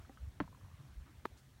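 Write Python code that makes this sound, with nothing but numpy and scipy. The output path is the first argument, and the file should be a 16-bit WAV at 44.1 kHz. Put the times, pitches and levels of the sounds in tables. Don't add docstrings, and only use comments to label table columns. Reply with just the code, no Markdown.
import sys
import numpy as np
from scipy import signal
from scipy.fft import rfft, irfft
from scipy.io import wavfile
from scipy.ndimage import uniform_filter1d

SR = 44100
rng = np.random.default_rng(int(sys.argv[2]) if len(sys.argv) > 2 else 0)


def output_pcm(signal):
    pcm = np.clip(np.atleast_2d(signal).T, -1, 1) * 32767
    wavfile.write(sys.argv[1], SR, np.round(pcm).astype(np.int16))


N = 70560

# f/Hz, level/dB, t60/s
KNOCK_MODES = [(155, -40, .12), (206.3, -34, .09), (283, -26.5, .042), (577, -36.5, 0.028),
               (720, -54, 0.036), (937, -49.5, 0.065), (1084, -35, 0.037), (1410, -26, 0.0085),
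               (1580, -38, 0.023), (1755, -33, 0.013), (1970, -54, 0.037), (2370, -55, 0.013),
               (3180, -47.5, 0.0088), (4350, -48, 0.01)]
# t/s, level/dB, contact/s, crack level/dB
KNOCK_BLOWS = [(.402, 1.5, 0.000047, -51), (.4088, -9.5, 0.000049, -46)]
# f/Hz, relative level/dB
CRACK_SPECTRUM = [(300, -11), (1200, -5), (2200, 9), (3200, -4.5), (4500, -13.5), (5500, -27), (9000, -35),
                  (15000, -38)]
# f/Hz, relative level/dB
RATTLE_SPECTRUM = [(50, -12), (100, 2), (250, -3.5), (400, -13), (1100, -12), (2200, -18), (3200, -26),
                   (5000, -34.5), (12000, -52)]
# f/Hz, level/dB, t60/s
CHOKED_MODES = [(368.6, -30.5, 0.055), (587, -39, 0.015), (944, -32.5, 0.052), (1193, -21, 0.0085),
                (1710, -34, 0.013), (2200, -58, 0.019), (3460, -41, 0.0055), (4280, -32, 0.0086)]
# t/s, level/dB, contact/s
CHOKED_BLOWS = [(1.253, -2.6, 0.0014), (1.2548, 3, 0.00054)]
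# f/Hz, relative level/dB
SCUFF_SPECTRUM = [(200, -1), (1200, -2), (4000, -4), (7000, -25), (15000, -21)]
# t/s, level/dB, f/Hz
CREAK_SLIPS = [(0.422, -53, 1140), (0.4406, -51.5, 1080), (0.477, -48, 985), (.5265, -48, 1030),
               (0.5476, -49, 1010), (0.572, -58.5, 1010), (.611, -57, 1090), (.647, -55.5, 980),
               (0.66, -54.5, 1045)]
# f/Hz, level/dB, t60/s
BUMP_MODES = [(270, -47, .06), (547, -57.5, 0.087), (778, -51.5, 0.055), (1220, -57, 0.021),
              (1940, -56, 0.013)]
# t/s, level/dB, contact/s
BUMP_BLOWS = [(.094, 0, .00012)]
# f/Hz, level/dB, t60/s
TAP_MODES = [(1300, -55.5, 0.055), (1510, -53.5, 0.03), (2270, -67, 0.019), (3030, -61.5, 0.013)]
# t/s, level/dB, contact/s
TAP_BLOWS = [(.049, -5, 0.000068), (0.173, 0, 0.00011)]
# t/s, length/s, level/dB, centre f/Hz, width/octaves
RUSTLES = [(1.053, 0.12, -70, 1360, 0.65), (1.06, 0.089, -68.5, 300, 0.15),
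           (1.366, 0.057, -69.5, 5050, 0.78)]
# centre t/s, length/s, level/dB, f/Hz
BUFFETS = [(.002, 0.011, -47.5, 70), (0.043, 0.017, -50.5, 75), (0.234, 0.038, -42.5, 64),
           (0.281, 0.015, -42, 73.6), (0.641, 0.032, -50, 98), (0.693, .03, -58, 80),
           (0.744, 0.014, -48.5, 85), (0.806, 0.019, -49, 130.2), (0.853, 0.035, -57, 137.1),
           (0.906, .035, -54, 75), (0.978, 0.027, -43.5, 47), (1.02, 0.03, -50.5, 68),
           (1.189, 0.017, -53.5, 84.2), (1.327, 0.028, -54, 65), (1.544, 0.03, -60, 94.9)]
# f/Hz, relative level/dB
RUMBLE_SPECTRUM = [(15, -36), (35, -6), (75, -1), (125, -3), (165, -12), (205, -10), (260, -20), (320, -24),
                   (450, -36), (700, -50)]
# t/s, level/dB
RUMBLE_LEVEL = [(0, -66), (.45, -57), (.6, -62.5), (.9, -64.5), (1.1, -62.5), (1.43, -67), (1.6, -61.5)]
# f/Hz, relative level/dB
AIR_SPECTRUM = [(120, -34), (200, -1), (334, -12), (658, -12.5), (1000, -15), (1560, -15), (2700, -19.5),
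                (4340, -21.5), (4940, -26.5), (5410, -23), (8870, -27.5), (15100, -31.5), (16000, -26.5)]
# t/s, relative level/dB
WASH_LEVEL = [(0, 1.5), (.33, -1), (.5, -2), (.78, 0.5), (1.0, -1.5), (1.3, -.5), (1.45, -2.5), (1.6, -4)]


def ringing_knock():
    bass_cut = signal.butter(2, 105, "high", fs=SR, output="sos")
    out = signal.sosfilt(bass_cut, struck(KNOCK_MODES, KNOCK_BLOWS, lag_cycles=0.68))
    for start, _, _, crack_db in KNOCK_BLOWS:
        add(out, start, burst(CRACK_SPECTRUM, crack_db, t60=0.011))
    add(out, KNOCK_BLOWS[0][0], burst(RATTLE_SPECTRUM, db=-49, t60=0.21))
    return out


def choked_knock(scuff_s=1.2505, choke_s=1.259, choke_db=-21, click_db=-45.5):
    choke = np.where(np.arange(N) / SR < choke_s, 1, amp(choke_db))
    out = choke * struck(CHOKED_MODES, CHOKED_BLOWS, lag_cycles=-0.25)
    add(out, scuff_s, burst(SCUFF_SPECTRUM, db=-54, t60=0.072))
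    add(out, choke_s, amp([click_db]))
    return out


def struck(modes, blows, lag_cycles):
    t, out, ring = np.arange(SR // 4) / SR, np.zeros(N), 0
    for hz, db, t60 in modes:
        age = np.maximum(t - lag_cycles / hz, 0)
        ring = ring + amp(db) * decay(age, t60) * np.sin(2 * np.pi * hz * age)
    push_t = np.arange(1, 400) / SR
    for start, db, contact, *_ in blows:
        push = push_t * np.exp(-4 * push_t / contact)
        add(out, start, amp(db) * signal.fftconvolve(ring, push / push.sum()))
    return out


def burst(spectrum, db, t60, rise_s=0.00029):
    t = np.arange(SR // 4) / SR
    envelope = np.minimum(t / rise_s, 1) * decay(t, t60)
    return amp(db) * envelope * noise(len(t), lambda f: amp(spectrum_db(spectrum, f)))


def creak(tail_s=0.675, end_s=0.98, gap_s=0.011, tail_db=-57, fade_db_per_s=43, tail_hz=1080):
    out = np.zeros(N)
    for start, db, hz in CREAK_SLIPS:
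        add(out, start, slip(db, hz))
    for start in np.arange(tail_s, end_s, gap_s):
        late, loud, sharp = rng.uniform(-1, 1, 3)
        db = tail_db - fade_db_per_s * (start - tail_s) + 2 * loud
        add(out, start + 0.5 * late * gap_s, slip(db, tail_hz * (1 + 0.14 * sharp)))
    return out


def slip(db, hz, rise_s=0.0014, grit_width_hz=490):
    t = np.arange(SR // 20) / SR
    grit = noise(len(t), lambda f: 1 / (1 + (2 * (f - hz) / grit_width_hz) ** 2))
    envelope = np.minimum(t / rise_s, 1) * decay(t, t60=0.02)
    return amp(db) * envelope * (np.sin(2 * np.pi * hz * t) + 0.4 * grit)


def taps(lag_cycles=0.42):
    return struck(BUMP_MODES, BUMP_BLOWS, lag_cycles) + struck(TAP_MODES, TAP_BLOWS, lag_cycles)


def rustles(rise_s=0.01):
    t, out = np.arange(SR // 4) / SR, np.zeros(N)
    for start, length, db, hz, octaves in RUSTLES:
        brush = noise(len(t), lambda f: np.exp(-0.5 * (np.log2((f + 1) / hz) / octaves) ** 2))
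        envelope = np.minimum(t / rise_s, 1) * np.exp(-2 * (t / length) ** 2)
        add(out, start, amp(db) * envelope * brush)
    return out


def wind(hum_hz=137, hum_db=-73, wander_depth=0.16):
    t = np.arange(N) / SR
    rumble = noise(N, lambda f: amp(spectrum_db(RUMBLE_SPECTRUM, f)))
    hum = noise(N, lambda f: np.exp(-((f - hum_hz) / 5) ** 2))
    out = amp(np.interp(t, *np.transpose(RUMBLE_LEVEL))) * rumble + amp(hum_db) * hum
    for centre, length, db, hz in BUFFETS:
        wander = noise(N, lambda f: np.exp(-(f / hz) ** 2) * f / (f + hz / 2))
        cycles = np.cumsum(hz * (1 + wander_depth * wander)) / SR + rng.random()
        eddy = np.sqrt(2) * np.sin(2 * np.pi * cycles)
        out += amp(db) * np.exp(-2 * ((t - centre) / length) ** 2) * eddy
    return out


def air(db=-68.5, wash_edge_hz=5300, patch_db=2.5):
    frames, hz = N // 128 + 5, np.fft.rfftfreq(512, 1 / SR)[:, None]
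    real, imag, patches = rng.standard_normal((frames, len(hz), 3)).T
    patches = uniform_filter1d(patches, size=6, axis=0)
    patches = unit_rms(uniform_filter1d(patches, size=12, axis=1))
    drift_db = np.interp(np.linspace(0, N / SR, frames), *np.transpose(WASH_LEVEL))
    wash_db = (drift_db + patch_db * patches) / (1 + (hz / wash_edge_hz) ** 2)
    spectra = (real + 1j * imag) * amp(spectrum_db(AIR_SPECTRUM, hz) + wash_db)
    _, wash = signal.istft(spectra, nperseg=512, noverlap=384)
    return amp(db) * unit_rms(wash[:N])


def amp(db):
    return 10 ** (np.asarray(db) / 20)


def decay(t, t60):
    return np.exp(-np.log(1000) * t / t60)


def unit_rms(x):
    return x / np.sqrt(np.mean(x ** 2) + 1e-20)


def spectrum_db(points, hz):
    f, db = np.transpose(points)
    return np.interp(np.log(hz + 1), np.log(f + 1), db)


def noise(size, shape):
    white = rfft(rng.standard_normal(size))
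    return unit_rms(irfft(white * shape(np.fft.rfftfreq(size, 1 / SR)), size))


def add(mix, start, sound):
    part = mix[max(round(start * SR), 0):][:len(sound)]
    part += sound[:len(part)]


def scene():
    background = air() + wind() + rustles()
    hits = ringing_knock() + choked_knock() + taps()
    return (background + hits + creak())[None]


def record(dry, low_hz=30, high_hz=15900):
    low_cut = signal.butter(3, low_hz, "high", fs=SR, output="sos")
    high_cut = signal.firwin(511, high_hz, window=("kaiser", 9), fs=SR)
    return signal.oaconvolve(signal.sosfilt(low_cut, dry), high_cut[None], "same")


dry = scene()
out = record(dry)
output_pcm(out)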